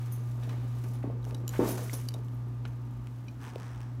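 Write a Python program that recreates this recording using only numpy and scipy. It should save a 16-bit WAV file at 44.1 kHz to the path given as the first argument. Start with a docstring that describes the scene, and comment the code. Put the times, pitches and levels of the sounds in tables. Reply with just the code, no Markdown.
"""A soft suitcase is pulled from carpet onto tiles and stood upright.
Its wheels swish, rumble and bump, the case thuds down, fabric rustles and metal zipper pulls jingle.
The sliding handle clicks in its sleeves, then creaks as it sticks and slips under the hand.
Behind it all is a room with a short echo and the hum of mains electricity."""
import sys
import numpy as np
from scipy import signal
from scipy.fft import rfft, irfft
from scipy.io import wavfile

SR = 44100
rng = np.random.default_rng(int(sys.argv[2]) if len(sys.argv) > 2 else 0)


def int16_out(signal):
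    """Quantize to a 16-bit WAV file."""
    q = np.round(np.clip(np.atleast_2d(signal).T, -1, 1) * 32767)
    wavfile.write(sys.argv[1], SR, q.astype(np.int16))


N = 176400
TIME = np.arange(N) / SR
AGE = TIME[:SR // 2]  # seconds since a short sound began


def amp(db):
    """Turns decibels into a gain."""
    return 10 ** (np.asarray(db) / 20)


def unit(x):
    """Scales a signal to an average strength (rms) of 1."""
    return x / np.sqrt(np.mean(x ** 2) + 1e-20)


def level(points):
    """Gain over time from (time_s, level_db) points."""
    return amp(np.interp(TIME, *np.transpose(points)))


def add(mix, start_s, sound):
    """Mixes a sound in at its start time."""
    part = mix[max(round(start_s * SR), 0):][:len(sound)]
    part += sound[:len(part)]


def colour(x, points):
    """Shapes the tone by (pitch_hz, level_db) points, then scales to strength 1."""
    hz, db = np.transpose(points)
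    freqs = np.fft.rfftfreq(len(x), 1 / SR)
    gain = amp(np.interp(np.log(freqs + 1), np.log(hz + 1), db))
    return unit(irfft(rfft(x) * gain, len(x)))


def noise(count=N):
    """Plain white noise."""
    return rng.standard_normal(count)


def burst(points):
    """Half a second of noise with the given tone."""
    return colour(noise(len(AGE)), points)


def decay(fade_s):
    """Dies away by 60 dB in fade_s seconds."""
    return np.exp(-np.log(1000) * AGE / fade_s)


def rise(rise_s):
    """A soft start."""
    return 1 - np.exp(-AGE / rise_s)


def ring(hz, fade_s):
    """One pure tone dying away."""
    return np.sin(2 * np.pi * hz * AGE) * decay(fade_s)


def ring_together(tones, fade_s):
    """Several dying tones; every second one starts in the opposite direction."""
    return sum((-1) ** k * amp(db) * ring(hz, fade_s) for k, (hz, db) in enumerate(tones))


def drift(rate_hz):
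    """A random wobble, mostly slower than rate_hz."""
    freqs = np.fft.rfftfreq(N, 1 / SR)
    return unit(irfft(rfft(noise()) * np.exp(-(freqs / rate_hz) ** 2), N))


def flutter(rate_hz):
    """A random wobble in a tone's strength and phase, as complex numbers."""
    freqs = np.fft.fftfreq(len(AGE), 1 / SR)
    spectrum = np.fft.fft(noise(len(AGE)) + 1j * noise(len(AGE)))
    wobble = np.fft.ifft(spectrum / (1 + (freqs / rate_hz) ** 2))
    return wobble / np.sqrt(np.mean(abs(wobble) ** 2))


def room_tone(hum_hz=120.17):
    """Mains hum over soft air noise and a few pitches at which the room booms."""
    # tones in the hum: multiple, level_db
    hum_tones = [(1, 2.5), (2, -28), (3, -28.5), (10, -31)]
    # how the hum swells: time_s, gain_db
    hum_gain = [(0.0, -33), (0.02, -33.5), (0.58, -32.5), (1.11, -34), (2.68, -35.5), (3.36, -41.5),
                (3.63, -41), (3.98, -36.5), (4.0, -36)]
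    # the room's booms: pitch_hz, width_hz, level_db
    booms = [(58.5, 9.1, -53), (258.4, 49, -55), (890, 155, -69)]
    # how the booms swell: time_s, gain_db
    boom_gain = [(0, -11), (.45, 2), (.75, -1), (1.6, 2), (1.92, -6.5), (2.2, 1), (2.9, 2.5), (3.25, -2),
                 (4, -0.5)]
    # tone of the air: pitch_hz, level_db
    air_tone = [(25, -32.5), (45, -22.5), (85, -13.5), (125, -14), (160, -17), (260, -15.5), (400, -28),
                (650, -31.5), (1150, -31), (1700, -39), (3000, -45.5), (6000, -53), (10000, -60.5),
                (16000, -59)]
    hum = sum(amp(db) * np.sin(2 * np.pi * (k * hum_hz * TIME + rng.random())) for k, db in hum_tones)
    freqs = np.fft.rfftfreq(N, 1 / SR)
    boom = np.zeros(N)
    for hz, width_hz, db in booms:
        band = 1 / (1 + (2 * (freqs - hz) / width_hz) ** 2)
        boom += amp(db) * unit(irfft(rfft(noise()) * band, N))
    air = amp(-51.5) * colour(noise(), air_tone)
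    return hum * level(hum_gain) + boom * level(boom_gain) + air


def wheels(lumpy_db=5, grain_db=3):
    """Rolling wheels rumble unevenly and swish through the carpet pile."""
    # loudness of the rumble: time_s, level_db
    roll_level = [(0, -66), (.35, -56), (.47, -51.5), (.65, -56.5), (1, -62), (1.2, -58), (1.33, -52),
                  (1.5, -49), (1.75, -40), (1.95, -56), (2.3, -62), (3.3, -63.5), (3.5, -58.5), (4, -68)]
    # its tone: pitch_hz, level_db
    roll_tone = [(60, -48), (180, -0.5), (380, -1), (700, -9.5), (1300, -20.5), (2500, -31), (8000, -72)]
    # loudness of the swish: time_s, level_db
    swish_level = [(0, -58.5), (.3, -68), (.41, -66), (.44, -54), (.475, -66), (.5, -51.5), (.535, -58),
                   (.57, -59), (.72, -61.5), (.8, -61), (.84, -68), (.88, -84), (.95, -56), (1.05, -79),
                   (1.15, -88)]
    # its tone: pitch_hz, level_db
    swish_tone = [(200, -4.5), (500, 0.5), (900, 6.5), (1500, 0), (2600, -4.5), (4000, -7.5), (7000, -17),
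                  (16000, -21)]
    roll = colour(noise() * amp(lumpy_db * drift(rate_hz=120)), roll_tone)
    swish = colour(noise() * amp(grain_db * noise()), swish_tone)
    return level(roll_level) * roll + level(swish_level) * swish


def fabric(grain_db=4, clump_db=2):
    """Nylon cloth rustles in clumps of tiny slips."""
    # loudness of the rustle: time_s, level_db
    rustle_level = [(0, -62), (.3, -65.5), (.52, -64), (.6, -68), (.88, -62.5), (1.15, -78), (1.23, -73),
                    (1.27, -62.5), (1.46, -73), (1.505, -53.5), (1.63, -51.5), (1.685, -42), (1.75, -48.5),
                    (1.88, -52.5), (2.02, -56.5), (2.2, -70.5), (2.5, -73.5), (3.38, -71), (3.62, -85),
                    (4, -74)]
    # its tone: pitch_hz, level_db
    rustle_tone = [(200, -11), (1000, 7.5), (1700, 2.5), (3000, 0), (4800, 0), (6300, 2.5), (8500, -0.5),
                   (11000, -0.5), (13500, 0), (16000, -7)]
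    slips = noise() * amp(grain_db * noise() + clump_db * drift(rate_hz=98))
    return level(rustle_level) * colour(slips, rustle_tone)


def zipper_pulls():
    """Shaken pulls clash, then ring unevenly, buzzing in their loops."""
    # jingles: start_s, ring_db, clash_db
    jingles = [(.025, -69, -63), (.1211, -45.5, -55), (.838, -63, -47.5), (.885, -64, -51),
               (.9343, -59, -50.5), (1.6746, -52, -35.5), (1.686, -42, -39), (1.708, -41, -50),
               (1.7784, -64, -40), (1.832, -53, -52), (1.931, -57, -33.5), (1.9365, -45, -38),
               (1.947, -46.5, -44), (2.008, -62, -53), (2.18, -74, -58), (2.245, -71, -58),
               (2.34, -69, -72), (2.675, -73, -54)]
    # tones of the pulls: pitch_hz
    pull_hz = [6200, 6450, 9890, 9945, 13250, 13480]
    # strength of each: level_db
    pull_db = [-14, -17.5, -3, -7, -11, -1]
    # tone of the clash: pitch_hz, level_db
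    clash_tone = [(500, 19), (1500, 2), (4000, -0.5), (6200, 7), (8500, -2), (11000, 3), (13600, 3.5),
                  (16000, -53)]
    out = np.zeros(N)
    for start_s, ring_db, clash_db in jingles:
        ringing = 0
        for hz, db in zip(pull_hz, pull_db):
            wobble = flutter(rate_hz=44) + amp(-5) * flutter(rate_hz=450)  # waver plus buzz
            tone = (wobble * np.exp(2j * np.pi * hz * AGE)).real
            ringing += amp(db) * tone * decay(0.2 * 9900 / hz)  # high tones die first
        clash = amp(clash_db) * burst(clash_tone) * decay(0.061)
        add(out, start_s, rise(0.00045) * (amp(ring_db) * ringing + clash))
    return out


def tick(db):
    """One dry slip of plastic."""
    # tone of the slip: pitch_hz, level_db
    tick_tone = [(400, -21), (1500, 3.5), (2800, 7), (4200, -3.5), (5800, 0), (8500, -7), (12000, -11),
                 (16000, -13)]
    return 0.5 * amp(db) * burst(tick_tone) * decay(0.0058)


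def handle_ticks():
    """The handle's plastic slips now and then."""
    # single ticks: start_s, level_db
    ticks = [(0.318, -45), (1.2415, -54), (1.244, -41), (1.2512, -35.5), (1.3096, -37.5), (2.108, -41),
             (2.12, -45), (2.236, -48), (2.2842, -43.5), (3.0715, -38.5), (3.4176, -42), (3.501, -41),
             (3.535, -45), (3.558, -34), (3.5824, -38), (3.6003, -38), (3.663, -46), (3.8056, -39),
             (3.8154, -39), (3.831, -42.5)]
    out = np.zeros(N)
    for start_s, db in ticks:
        add(out, start_s, tick(db))
    return out


def wheel_scuffs():
    """A wheel rasps briefly as it slides sideways."""
    # scuffs: start_s, level_db
    scuffs = [(.426, -54), (.4928, -54), (.528, -53), (.838, -50.5), (1.0271, -51.5), (1.5354, -40.5),
              (1.556, -44), (2.657, -50)]
    # their tone: pitch_hz, level_db
    scuff_tone = [(300, -11), (900, 2.5), (1600, 6.5), (2800, -0.5), (4500, -13.5), (8000, -17),
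                  (16000, -25)]
    out = np.zeros(N)
    for start_s, db in scuffs:
        add(out, start_s, amp(db) * burst(scuff_tone) * rise(0.001) * decay(0.088))
    return out


def handle_clicks():
    """A joint snaps, so the tubes scrape and ring; a lower main pitch gives a duller click."""
    # clicks: start_s, level_db, pitch_hz, ring_db, scrape_db, fade_s
    clicks = [(0.4337, -51, 3740, 0, -1, 0.03), (.4928, -46.5, 2550, -1, 0, .03),
              (1.2285, -60, 3900, 8, -8, .02), (1.3458, -42.5, 3820, 1, 2, 0.024),
              (1.379, -64, 5600, 9, -12, 0.034), (1.4789, -31, 7300, 5, -3, 0.011),
              (1.4916, -36.5, 6970, 8, -11, 0.013), (1.8961, -45.5, 2100, 22, -1, 0.0063),
              (2.0868, -33, 4670, 5.5, 3, 0.014), (2.1396, -44.5, 3750, 4.5, 4.5, 0.028),
              (2.6524, -41.5, 1450, 6, 11.5, .018), (3.2826, -48, 2450, 4.5, -8, 0.037)]
    # tones of the tubes: pitch_hz, level_db
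    tube_tones = [(3000, -4), (4000, -5.5), (4650, -9.5), (5600, -4.5), (6050, -6.5), (7200, -19),
                  (9350, -9), (11900, -7), (12500, 1)]
    # tone of the scrape: pitch_hz, level_db
    scrape_tone = [(400, -13), (1300, -5), (3500, -3.5), (7000, -3), (12000, 2), (16000, -4)]
    out = np.zeros(N)
    for start_s, db, hz, ring_db, scrape_db, fade_s in clicks:
        tubes = ring_together(tube_tones, fade_s)
        scrape = amp(scrape_db) * burst(scrape_tone) * decay(fade_s)
        treble_cut = signal.butter(3, min(2.6 * hz, SR / 2 - 1000), fs=SR)
        snap = signal.lfilter(*treble_cut, tubes + scrape)
        main_tone = amp(ring_db) * ring(hz, fade_s)
        add(out, start_s, amp(db) * rise(0.00055) * (snap + main_tone))
    return out


def thud(db, hz, peak_cycles=0.64):
    """A dull blow that swings back and forth only once or twice."""
    swell = AGE * hz / peak_cycles
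    return amp(db) * np.sin(2 * np.pi * hz * AGE) * (swell * np.exp(1 - swell)) ** 2


def case_bumps():
    """The case thuds on the floor; its body rings and the loose things inside shake."""
    # bumps: start_s, level_db, pitch_hz, ring_db
    bumps = [(1.0395, -30.5, 580, 3.5), (1.042, -25.5, 275, -10), (1.0595, -42, 258, -1),
             (1.074, -29.5, 285, -6), (1.100, -30.5, 500, -1.5), (1.268, -38.5, 680, 11.5),
             (1.326, -37.5, 486, -7), (1.592, -12, 337, 0), (1.604, -18, 420, -3), (1.6145, -17.5, 272, 5),
             (1.6252, -18, 338, -2.5), (1.674, -27, 280, -11), (2.146, -34.5, 590, 6)]
    # tones of the body: pitch_hz
    body_hz = [294, 356, 385, 415, 468, 509, 549, 784, 840, 896, 1087]
    # strength of each: level_db
    body_db = [-19.5, -34, -21, -15.5, -22, -16.5, -28, -35, -32, -26.5, -24.5]
    # tone of the contents: pitch_hz, level_db
    shake_tone = [(30, -35), (100, -14), (230, 7), (500, -4.5), (700, -8), (1050, -8), (1500, -16.5),
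                  (2500, -24.5), (8000, -41)]
    body = 0.5 * ring_together(zip(body_hz, body_db), fade_s=0.26) * rise(0.0034)
    out = np.zeros(N)
    for start_s, db, hz, ring_db in bumps:
        shake = amp(-18) * burst(shake_tone) * decay(0.27) * rise(0.0075)
        add(out, start_s, thud(db, hz) + amp(db + ring_db) * (body + shake))
    return out


def handle_knocks():
    """The handle knocks dully against its stop."""
    # knocks: start_s, level_db, pitch_hz
    knocks = [(2.6528, -39.5, 740), (3.5596, -26.5, 460)]
    out = np.zeros(N)
    for start_s, db, hz in knocks:
        add(out, start_s, thud(db, hz))
    return out


def hand_rub(grain_db=3):
    """Skin slides over the plastic grip."""
    # loudness of the rub: time_s, level_db
    rub_level = [(3.37, -75), (3.42, -54.5), (3.49, -52), (3.53, -60), (3.59, -57), (3.63, -54),
                 (3.72, -56.5), (3.79, -59), (3.83, -58), (3.9, -64), (4, -72)]
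    # its tone: pitch_hz, level_db
    rub_tone = [(300, -29), (800, 8), (1700, 2.5), (2400, -8), (3300, -11), (4500, -16.5), (5600, -9),
                (7000, -18), (8400, -15), (10500, -22), (16000, -30)]
    return level(rub_level) * colour(noise() * amp(grain_db * noise()), rub_tone)


def handle_creak(jitter=0.2, spread_db=0.5):
    """The loaded handle sticks and slips, making a fast, uneven run of ticks."""
    # course of the creak: time_s, slips_per_s, level_db
    creak = [(3.405, 115, -48), (3.43, 132, -36.5), (3.49, 174, -41.5), (3.521, 65, -49), (3.59, 54, -50),
             (3.615, 90, -40), (3.68, 87, -45.5), (3.779, 60, -46)]
    times, rates, levels = np.transpose(creak)
    out = np.zeros(N)
    now_s = times[0]
    for gap, softness in rng.standard_normal((80, 2)):
        if now_s < times[-1]:
            add(out, now_s, tick(np.interp(now_s, times, levels) - spread_db * softness))
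        now_s += np.exp(jitter * gap) / np.interp(now_s, times, rates)
    return out


def room_echo(x, fade_s=0.33, treble_hz=3900):
    """Sound bounces off tiles and walls, leaving a short, dull tail."""
    tail = signal.lfilter(*signal.butter(1, treble_hz, fs=SR), noise(len(AGE)))
    tail = tail * decay(fade_s) * rise(0.0034)
    return signal.fftconvolve(x, tail / np.linalg.norm(tail))[:N]


def scene():
    """The suitcase in the humming room; the handle is nearest, so it has the least echo."""
    background = room_tone()
    case = wheels() + fabric() + case_bumps() + wheel_scuffs() + zipper_pulls()
    handle = hand_rub() + handle_creak() + handle_clicks() + handle_ticks() + handle_knocks()
    echo = room_echo(amp(-11.5) * case + amp(-21) * handle)
    return (background + case + handle + echo)[None]


def record(dry):
    """Cuts away the very highest treble."""
    cutoff_hz = 15900
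    treble_cut = signal.firwin(511, cutoff_hz, window=("kaiser", 9), fs=SR)
    return signal.oaconvolve(dry, treble_cut[None], "same")


dry = scene()
out = record(dry)
int16_out(out)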